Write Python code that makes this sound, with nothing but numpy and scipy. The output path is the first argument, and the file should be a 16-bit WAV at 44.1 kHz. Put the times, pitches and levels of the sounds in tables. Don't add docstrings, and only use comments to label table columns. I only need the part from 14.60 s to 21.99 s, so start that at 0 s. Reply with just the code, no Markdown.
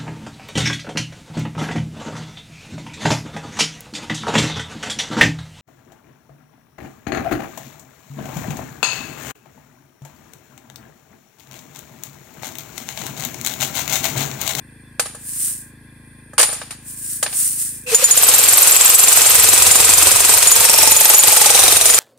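import sys
import numpy as np
from scipy import signal
from scipy.fft import rfft, irfft, next_fast_len
from scipy.io import wavfile
from scipy.ndimage import uniform_filter1d

SR = 44100
rng = np.random.default_rng(int(sys.argv[2]) if len(sys.argv) > 2 else 0)


def bounce(signal):
    frames = np.transpose(np.atleast_2d(signal))
    limited = np.clip(frames, -1, 1)
    pcm = np.round(limited * 32767).astype(np.int16)
    wavfile.write(sys.argv[1], SR, pcm)


N = 325899
TIME = np.arange(N) / SR
NOISE_SIZE = next_fast_len(N)
BLOW_SIZE = 4096
BLOW_TIME = np.arange(BLOW_SIZE) / SR

# [f/Hz, correlation -1..1]
PORT_CORRELATION = [(60, -0.091), (200, 0.79), (500, 0.91), (1200, 0.77), (2500, 0.51), (5000, 0.16),
                    (9000, 0.084), (13000, 0.2)]
# [f/Hz, left minus right level/dB]
PORT_LEAN = [(60, 1), (99, -2), (160, 6), (270, -4.5), (450, -1.5), (740, -0.5), (1220, -1.0), (2010, 1),
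             (3330, 1.0), (5500, 1), (9080, -0.5), (15000, 0.5)]
EDGE_HZ = 15750

# [f/Hz, relative level/dB]
EXHAUST_SPECTRUM = [(27, -31), (40, -13), (53, 8.5), (80, 8.5), (107, 10.5), (133, 11.5), (160, 10),
                    (187, -1.5), (213, 7.5), (240, 11), (267, -0.5), (293, 7), (380, -11), (700, -40)]
FIRING_HZ = 26.656
# [f/Hz, width/Hz, level/dB]
PANEL_MODES = [(1060, 5.2, -67), (1623, 70, -60), (1990, 150, -64), (2405, 90, -62), (2620, 140, -66.5),
               (3200, 95, -75), (3480, 37, -69.5)]
# [t/s, f/Hz, level/dB, half length/s]
INSECT_TONES = [(1.62, 9130, -54, .22), (1.35, 10330, -59, .3), (0.15, 8950, -58, .3)]
# [f/Hz, relative level/dB]
AIR_SPECTRUM = [(260, -8.5), (450, -4), (700, -15.5), (950, -9), (1300, -19), (1700, 0), (2900, -30),
                (3200, -26), (4400, -17.5), (6400, -28), (7800, -21.5), (8900, -10), (11000, -19),
                (15500, -30)]

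# [t/s, clack level/dB, steel jangle level/dB, dull thud level/dB]
CHISEL_KNOCKS = [(0.3954, -16, -11, -19), (.458, -29.5, -26, -31.5), (0.5478, -49, -30.5, -34),
                 (1.733, -56, -39, -35), (1.78, -8.5, -7, -23), (1.792, -16, -4, -15.5),
                 (1.801, -8.5, -14, -17), (1.811, -22, -4, -25), (1.828, -10.5, -5.5, -20),
                 (1.889, -30, -31, -27), (1.928, -45, -17, -28.5), (2.015, -27, -34, -28.5),
                 (2.107, -27.5, -24.5, -58), (2.124, -37, -35, -75), (2.627, -17, -9.5, -21),
                 (2.662, -19.5, -37, -27), (2.727, -26, -32, -59)]
# [f/Hz, relative level/dB, t60/s]
CHISEL_MODES = [(4580, -6, .25), (6700, -12, 0.48), (7100, -8, 0.51), (9480, 4.5, 0.47), (9300, -48, 0.25),
                (10200, -29, .5), (12400, -21, .6), (14560, -12, .15)]
# [f/Hz, relative level/dB, t60/s]
BOULDER_MODES = [(483, -11, 0.11), (604, -1, 0.041), (823, -11.5, 0.099), (1166, 0.5, 0.023),
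                 (1280, -7.5, 0.077), (1597, 3, 0.018), (1724, -9.5, 0.1), (2460, -24, 0.034),
                 (3110, -19, 0.062)]
# [f/Hz, relative level/dB]
CLACK_SPECTRUM = [(150, -39), (330, -15), (520, -4.5), (800, 0.5), (1400, -0.5), (2400, 1.5), (3500, -0.5),
                  (5000, 0.5), (8000, -14.5), (15000, -32)]
# [f/Hz, relative level/dB]
JANGLE_SPECTRUM = [(1500, -28), (5000, -13.5), (7000, -2.5), (8200, -1), (9350, 6), (10800, -13),
                   (13000, -9), (15700, -31)]

# [t of the peak/s, level/dB, rise/s, fall/s]
GRASS_SWISHES = [(.69, -26.5, 0.046, 0.12), (.86, -18, 0.11, 0.09), (2.3, -28.5, 0.036, 0.053),
                 (2.52, -22, 0.11, 0.087), (2.79, -14.5, 0.05, 0.16), (3.01, -19.5, .06, 0.12)]
# [f/Hz, relative level/dB]
BLADE_SPECTRUM = [(710, -44), (1200, -35), (1350, -23), (1490, -28), (2070, -23), (2260, -27), (2920, -22),
                  (3220, -24.5), (4200, -20), (6590, -11), (9190, 3.5), (11000, -8), (15500, -11)]
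SWISH_SHAPE = 1.37

# [t/s, level/dB]
MOTOR_LEVELS = [(3.38, -17.5), (3.55, -15), (3.75, -13), (4.5, -11.5), (5.5, -11.5), (7.39, -9.5)]
# [f/Hz, relative level/dB]
FAN_SPECTRUM = [(30, -30), (80, -18.5), (220, -33.5), (480, -7), (700, -8.5), (1300, -5), (1900, -6.5),
                (2550, -4), (3100, -4), (6300, -4), (7600, -0.5), (9300, 2), (10800, -8.5), (12600, -4.5),
                (14000, -12.5), (15700, -19)]
# [f/Hz, width/Hz, level/dB]
HOUSING_MODES = [(477, 105, -25), (1255, 150, -25), (2520, 290, -17.5), (4030, 250, -22), (6230, 60, -20),
                 (7790, 140, -19), (8950, 86, -14), (9730, 160, -23), (11970, 91, -24), (12700, 200, -19),
                 (13100, 140, -32)]
# [t of the peak/s, f/Hz, level/dB, half length/s]
PISTON_GROANS = [(3.287, 499.5, -31, 0.021), (3.337, 457, -15.5, 0.012), (3.395, 493, -30, 0.016),
                 (3.43, 532, -19, 0.0053)]
SWITCH_ON_S, SPIN_UP_S = 3.262, .034
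LABOUR_DB_PER_S = 63
WHINE_HZ, WHINE_DB, WHINE_T60_S = 2620, -27.5, .35

OPENING_BLOWS = [3.346, 3.441, 3.5095, 3.574, 3.6328]
# [t/s, blows per second]
FULL_SPEED = [(4.6, 22.238), (5.3, 22.334), (6.2, 22.403), (6.55, 22.004), (6.9, 22.70)]
SPEED_DEFICIT, WIND_UP_S = .1618, .223
# [t/s, note f/Hz, note level/dB, ground thump level/dB]
STONE_STATES = [(3.3, 1030, -33, -40), (3.901, 1070, -12, -30.5), (4.4, 1024, -10, -33),
                (4.8, 967, -8, -24.5), (5.5, 963, -4.5, -19), (5.9, 918, -2, -28), (6.25, 869, 1.5, -20),
                (6.601, 845, 2, -34.5), (6.85, 822, 3, -29), (7.05, 750, 0, -20), (7.15, 662, -5, -22),
                (7.39, 630, -1, -25)]
# [t/s, crash level/dB, chisel ring level/dB, upper ring level/dB, piston squeak level/dB]
DIGGING_LEVELS = [(3.35, -2.5, 0, -8, -37), (3.55, -4.5, -9, -7, -10.5), (4.45, -3, -3.5, -3.5, -5.5),
                  (4.85, -1.5, -7, -6, -14), (5.3, 1, -8.5, -10.5, -18), (6.1, 0.5, -13, -12, -10),
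                  (6.45, 1.5, -19, -16, -5), (6.78, 2, -9, -10, -6.5), (7.0, 1, -25, -8, -22),
                  (7.39, 3, -18, -11, -12)]
# [middle t/s, half length/s, freedom 0..1]
FREE_SPELLS = [(3.43, 0.15, 0.99), (5.132, .05, 0.64), (5.343, 0.045, 0.57), (5.897, 0.04, 0.99),
               (6.351, 0.091, 0.84), (6.569, 0.0427, 1), (6.725, .02, 0.53), (7.332, 0.11, 0.82)]
# [middle t/s, half length/s, tip f/Hz, tip ring level/dB, clank level of the loosening slab/dB]
JAMMED_SPELLS = [(6.166, 0.12, 5500, -8, -22), (6.92, .09, 5880, -9.5, -2.5),
                 (7.12, .11, 5750, -12.5, -0.5)]
# [f/Hz, relative level/dB]
CRASH_SPECTRUM = [(150, -40), (450, -5.5), (800, -5), (1300, -14), (2000, -8), (3000, -7), (4200, -6),
                  (6200, -0.5), (7300, 1), (9500, 6.5), (10900, -5.5), (12600, -3), (13700, -16),
                  (15700, -18.5)]
CONTACT_MEMORY = .7
CRASH_SPREAD_DB, RING_SPREAD_DB, UPPER_SPREAD_DB, SQUEAK_SPREAD_DB = 1.5, 2, 3.5, 4
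RING_SPREAD_HZ, OVERTONE_SPREAD_DB = 140, 2
RING_RISE_S = .0015
PRESSED_HZ, FREE_HZ, FREE_RING_DB, FREE_UPPER_DB = 7544, 6963, 5, 4.5
CHATTER_DB, FREE_CHATTER_DB = 2, -8.5
OVERTONE_HZ, OVERTONE_WIDTH_HZ, OVERTONE_T60_S = 14630, 400, .085
EARLY_SQUEAK_DB, EARLY_SQUEAK_S, EARLY_SPREAD_S = -6.5, .014, .005


def amp(db):
    return 10 ** (np.asarray(db) / 20)


def unit(x):
    return x / np.sqrt(np.mean(x ** 2) + 1e-20)


def read(points, hz):
    f, value = np.transpose(points)
    return np.interp(np.log(hz + 1), np.log(f + 1), value)


def correlation(hz):
    return np.clip(read(PORT_CORRELATION, hz), -1, 1)


def add(mix, s, sound):
    part = mix[:, max(round(s * SR), 0):][:, :sound.shape[-1]]
    part += sound[..., :part.shape[1]]


def noise(spectrum, size):
    hz = np.fft.rfftfreq(size, 1 / SR)
    mid, side = rfft(rng.standard_normal((2, size)))
    same = correlation(hz)
    mid, side = mid * np.sqrt(1 + same), side * np.sqrt(1 - same)
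    return unit(irfft(np.array([mid + side, mid - side]) * amp(read(spectrum, hz)), size))


def wander(hz, size):
    f = np.fft.rfftfreq(size, 1 / SR)
    return unit(irfft(rfft(rng.standard_normal(size)) * np.exp(-(f / hz) ** 2), size))


def strike(t, rise, t60):
    return (1 - np.exp(-t / rise)) * np.exp(-np.log(1000) * t / t60)


def ring(t, hz, fuzz, width_hz):
    phase = 2 * np.pi * (hz * t + rng.random())
    apart = np.arccos(correlation(hz)) * rng.choice([-1, 1])
    channels = [np.sin(phase + lag + fuzz * wander(width_hz, len(t))) for lag in (0, apart)]
    return np.sqrt(2) * np.array(channels)


def fuzzy(size, hz, width_hz):
    f = np.fft.rfftfreq(size, 1 / SR)
    band = 1 / (1 + (2 * (f - hz) / width_hz) ** 2)
    mid, side = irfft(rfft(rng.standard_normal((2, size))) * band, size)
    same = correlation(hz)
    mid, side = mid * np.sqrt(1 + same), side * np.sqrt(1 - same)
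    return unit(np.array([mid + side, mid - side]))


def resonances(table):
    return sum(amp(db + 1.44 * wander(1.9, NOISE_SIZE)) * fuzzy(NOISE_SIZE, hz, width)
               for hz, width, db in table)


def generator():
    firings = np.arange(.0103 - 2 / FIRING_HZ, TIME[-1], 1 / FIRING_HZ)
    hz = np.fft.rfftfreq(16384, 1 / SR)
    log_gain = np.log(amp(read(EXHAUST_SPECTRUM, hz)) / (1 + (hz / 900) ** 4) + 1e-6)
    causal = np.conj(signal.hilbert(np.r_[log_gain, log_gain[-2:0:-1]]))[:len(hz)]
    lag = 0.0392 * np.exp(-(hz / 85) ** 2)
    late = 2 * np.pi * np.cumsum(lag) * hz[1]
    puff = irfft(np.exp(causal - 1j * late))[:6144]
    out = np.zeros((2, N + SR))
    for s in firings:
        add(out, s + 1, amp(.5 * rng.standard_normal()) * puff)
    return amp([[-44.8], [-46.2]]) * unit(out[:, SR:])


def outdoors():
    throb = 1 + .14 * np.cos(2 * np.pi * FIRING_HZ * (TIME - .018))
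    panels = throb * resonances(PANEL_MODES)[:, :N]
    air = amp(-53) * noise(AIR_SPECTRUM, NOISE_SIZE)[:, :N]
    insects = np.zeros((2, N))
    for s, hz, db, half in INSECT_TONES:
        swell = np.exp(-((TIME - s) / half) ** 2)
        insects += amp(db) * fuzzy(NOISE_SIZE, hz, width_hz=72)[:, :N] * swell
    return panels + insects + air


def modes(t, table, fuzz, width_hz, rise):
    return sum(amp(db) * ring(t, hz, fuzz, width_hz) * strike(t, rise, t60) for hz, db, t60 in table)


def knocks():
    out, t = np.zeros((2, N)), np.arange(32768) / SR
    clack_shape = strike(t, rise=0.00046, t60=0.057) + amp(-19.5) * strike(t, rise=0.0078, t60=0.68)
    jangle_shape = strike(t, rise=0.0015, t60=0.071) + amp(-21) * strike(t, rise=0.0048, t60=0.61)
    for s, clack_db, steel_db, thud_db in CHISEL_KNOCKS:
        clatter = unit(amp(1.3 * wander(160, len(t))))
        clack = clack_shape * clatter * noise(CLACK_SPECTRUM, len(t))
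        jangle = jangle_shape * clatter * noise(JANGLE_SPECTRUM, len(t))
        steel = modes(t, CHISEL_MODES, fuzz=3.6, width_hz=23, rise=.001)
        thud = modes(t, BOULDER_MODES, fuzz=.3, width_hz=90, rise=.0008)
        add(out, s, amp(clack_db) * clack)
        add(out, s, amp(steel_db) * (jangle + amp(-19.5) * steel))
        add(out, s, amp(thud_db) * thud)
    return out


def grass():
    power = np.zeros(N)
    for s, db, rise, fall in GRASS_SWISHES:
        span = np.where(TIME < s, rise, fall)
        swish = amp(db) * np.exp(-abs((TIME - s) / span) ** SWISH_SHAPE)
        power += swish ** 2
    grain = unit(amp(1.6 * wander(900, NOISE_SIZE) + 0.81 * wander(50, NOISE_SIZE)))
    return np.sqrt(power) * (grain * noise(BLADE_SPECTRUM, NOISE_SIZE))[:, :N]


def blow_times():
    times = list(OPENING_BLOWS)
    while times[-1] < TIME[-1]:
        s = times[-1]
        shortfall = SPEED_DEFICIT * np.exp((OPENING_BLOWS[-1] - s) / WIND_UP_S)
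        rate = np.interp(s, *np.transpose(FULL_SPEED)) * (1 - shortfall)
        times.append(s + 1 / rate)
    return np.array(times)


def motor_level():
    edges = np.r_[SWITCH_ON_S, blow_times()]
    stroke = np.clip(np.searchsorted(edges, TIME), 1, len(edges) - 1)
    mid_stroke = (edges[stroke - 1] + edges[stroke]) / 2
    labour_db = LABOUR_DB_PER_S * np.maximum(TIME - mid_stroke, -1)
    level_db = np.interp(TIME, *np.transpose(MOTOR_LEVELS)) + uniform_filter1d(labour_db, size=300)
    spin = 1 - np.exp(-np.maximum(TIME - SWITCH_ON_S, 0) / SPIN_UP_S)
    return spin * amp(level_db)


def motor():
    rattle = unit(amp(1.56 * wander(730, NOISE_SIZE) + 0.5 * wander(58, NOISE_SIZE)))
    rush = noise(FAN_SPECTRUM, NOISE_SIZE) * amp(-1.34) + resonances(HOUSING_MODES)
    out = motor_level() * (rattle * rush)[:, :N]
    t = np.arange(16384) / SR
    whine = ring(t, WHINE_HZ, fuzz=0.87, width_hz=150) * strike(t, rise=0.0051, t60=WHINE_T60_S)
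    add(out, SWITCH_ON_S, amp(WHINE_DB) * whine)
    t = np.arange(4096) / SR
    for s, hz, db, half in PISTON_GROANS:
        swell = np.exp(-((t - t.mean()) / half) ** 2)
        add(out, s - t.mean(), amp(db) * swell * ring(t, hz, fuzz=.25, width_hz=80))
    return out


def stone_at(s):
    times, *columns = np.transpose(STONE_STATES)
    return [np.interp(s, times, column) for column in columns]


def spell(s, middle, half):
    return np.exp(-abs((s - middle) / half) ** 4)


def blows():
    s = blow_times()[:-1]
    times, *columns = np.transpose(DIGGING_LEVELS)
    crash_db, ring_db, upper_db, squeak_db = [np.interp(s, times, column) for column in columns]
    free = np.clip(sum(freedom * spell(s, middle, half) for middle, half, freedom in FREE_SPELLS), 0, 1)
    pressed = 1 - free
    crash, pitch, loudness, upper, squeak = rng.standard_normal((len(s), 5)).T
    crash_db = crash_db + CRASH_SPREAD_DB * crash
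    ring_hz = free * FREE_HZ + pressed * (PRESSED_HZ + RING_SPREAD_HZ * pitch)
    ring_db = free * FREE_RING_DB + pressed * (ring_db + RING_SPREAD_DB * loudness)
    upper_db = free * FREE_UPPER_DB + pressed * (upper_db + UPPER_SPREAD_DB * upper)
    chatter_db = free * FREE_CHATTER_DB + pressed * CHATTER_DB
    squeak_db = squeak_db + SQUEAK_SPREAD_DB * squeak
    return zip(s, crash_db, ring_hz, ring_db, upper_db, chatter_db, squeak_db)


def piston_squeaks(out, s, squeak_db):
    early_s = EARLY_SQUEAK_S + EARLY_SPREAD_S * rng.standard_normal()
    for early, db in [(0, 0), (early_s, EARLY_SQUEAK_DB)]:
        squeak = fuzzy(BLOW_SIZE, 12550 + 170 * rng.standard_normal(), width_hz=890)
        swell = np.exp(-((BLOW_TIME - .0135) / 0.0032) ** 2)
        add(out, s - early - .018, amp(squeak_db + db) * squeak * swell)


def crack_and_crash(contact, crash_db):
    crash = contact * strike(BLOW_TIME, rise=0.00045, t60=0.076)
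    crack = noise(CLACK_SPECTRUM, BLOW_SIZE) * strike(BLOW_TIME, rise=0.00032, t60=0.011)
    return amp(crash_db) * crash + amp(crash_db - 5.0) * crack


def chisel_ring(ring_hz, ring_db, upper_db, chatter_db):
    t, size = BLOW_TIME, BLOW_SIZE
    main = ring(t, ring_hz, fuzz=.45, width_hz=250)
    main += amp(chatter_db) * fuzzy(size, ring_hz, width_hz=900)
    upper = ring(t, 9380, fuzz=.9, width_hz=200)
    upper += amp(chatter_db) * fuzzy(size, 9530, width_hz=6000)
    overtone_db = -11.5 + 0.18 * ring_db + OVERTONE_SPREAD_DB * rng.standard_normal()
    overtone = fuzzy(size, OVERTONE_HZ, OVERTONE_WIDTH_HZ) * strike(t, rise=0.0016, t60=OVERTONE_T60_S)
    steel = amp(ring_db) * main * strike(t, rise=RING_RISE_S, t60=0.077)
    steel += amp(upper_db) * upper * strike(t, rise=0.0037, t60=0.075)
    steel += amp(overtone_db) * overtone
    steel += amp(-32) * fuzzy(size, 8900, width_hz=280) * strike(t, rise=.002, t60=0.056)
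    return steel


def jammed_tip(s):
    t, out = BLOW_TIME, np.zeros((2, BLOW_SIZE))
    for middle, half, tip_hz, tip_db, slab_db in JAMMED_SPELLS:
        if abs(s - middle) < half:
            tip = ring(t, tip_hz, fuzz=0.73, width_hz=220) * strike(t, rise=0.00062, t60=0.11)
            slab = ring(t, 3800, fuzz=1.4, width_hz=290) * strike(t, rise=0.0032, t60=0.041)
            out += amp(tip_db) * tip + amp(slab_db) * slab
    return out


def stone_ring(s):
    t = BLOW_TIME
    stone_hz, stone_db, ground_db = stone_at(s)
    relaxing = t + 0.00048 * (1 - np.exp(-t / 0.0048))
    note = np.sin(2 * np.pi * stone_hz * relaxing) * strike(t, rise=.008, t60=.04)
    under = fuzzy(BLOW_SIZE, stone_hz * 0.69, width_hz=190) * strike(t, rise=0.003, t60=0.047)
    bump = fuzzy(BLOW_SIZE, 177, width_hz=1100) * strike(t, rise=0.0028, t60=0.063)
    return amp(stone_db) * note + amp(stone_db - 13.0) * under + amp(ground_db) * bump


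def hammer():
    out, contact = np.zeros((2, N)), noise(CRASH_SPECTRUM, BLOW_SIZE)
    for s, crash_db, ring_hz, ring_db, upper_db, chatter_db, squeak_db in blows():
        fresh = np.sqrt(1 - CONTACT_MEMORY ** 2) * noise(CRASH_SPECTRUM, BLOW_SIZE)
        contact = CONTACT_MEMORY * contact + fresh
        blow = crack_and_crash(contact, crash_db)
        blow += chisel_ring(ring_hz, ring_db, upper_db, chatter_db)
        blow += jammed_tip(s) + stone_ring(s)
        add(out, s, blow)
        piston_squeaks(out, s, squeak_db)
    return out


def thumps():
    out, t = np.zeros((2, N)), np.arange(-1024, 1024) / SR
    for s in blow_times()[:-1]:
        ground_db = stone_at(s)[-1]
        for delay, db in [(.003, -9), (.0255, -11.5)]:
            chance_db = 2.5 * rng.standard_normal()
            hz = 92 * (1 + 0.2 * rng.standard_normal((2, 1)))
            skewed = t - .0012 * rng.standard_normal((2, 1))
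            push = np.sin(2 * np.pi * hz * skewed) * np.exp(-(skewed / 0.013) ** 2)
            add(out, s + delay + t[0], amp(ground_db + db + chance_db) * push)
    return out * amp([[1.5], [-1.5]])


def ports(x):
    lean_db = read(PORT_LEAN, np.fft.rfftfreq(NOISE_SIZE, 1 / SR))
    gain = amp(np.array([lean_db, -lean_db]) / 2)
    return irfft(rfft(x, NOISE_SIZE) * gain, NOISE_SIZE)[:, :N]


def reflect(x):
    out = x.copy()
    # channel, delay/s, level/dB
    for channel, delay, db in [(0, .0021, -39), (1, 0.0026, -15), (0, .0056, -20.5), (1, 0.0057, -26)]:
        lag = int(delay * SR)
        out[channel, lag:] += amp(db) * x[channel, :N - lag]
    return out


def scene():
    tool = reflect(ports(hammer() + motor()) + knocks()) + thumps()
    return generator() + outdoors() + grass() + tool


def record(dry):
    peak_db = 20 * np.log10(abs(dry).max(0) + 1e-6)
    recovery = TIME * 160
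    held_peak_db = np.maximum.accumulate(peak_db + recovery) - recovery
    over_db = np.maximum(held_peak_db - 5, 0)
    held = dry * amp(-uniform_filter1d(over_db, size=60))
    rounded = held / (1 + (abs(held) / .95) ** 6) ** (1 / 6)
    low_pass = signal.firwin(511, EDGE_HZ, window=("kaiser", 8), fs=SR)
    return signal.oaconvolve(rounded, low_pass[None], "same")


dry = scene()
out = record(dry)
bounce(out)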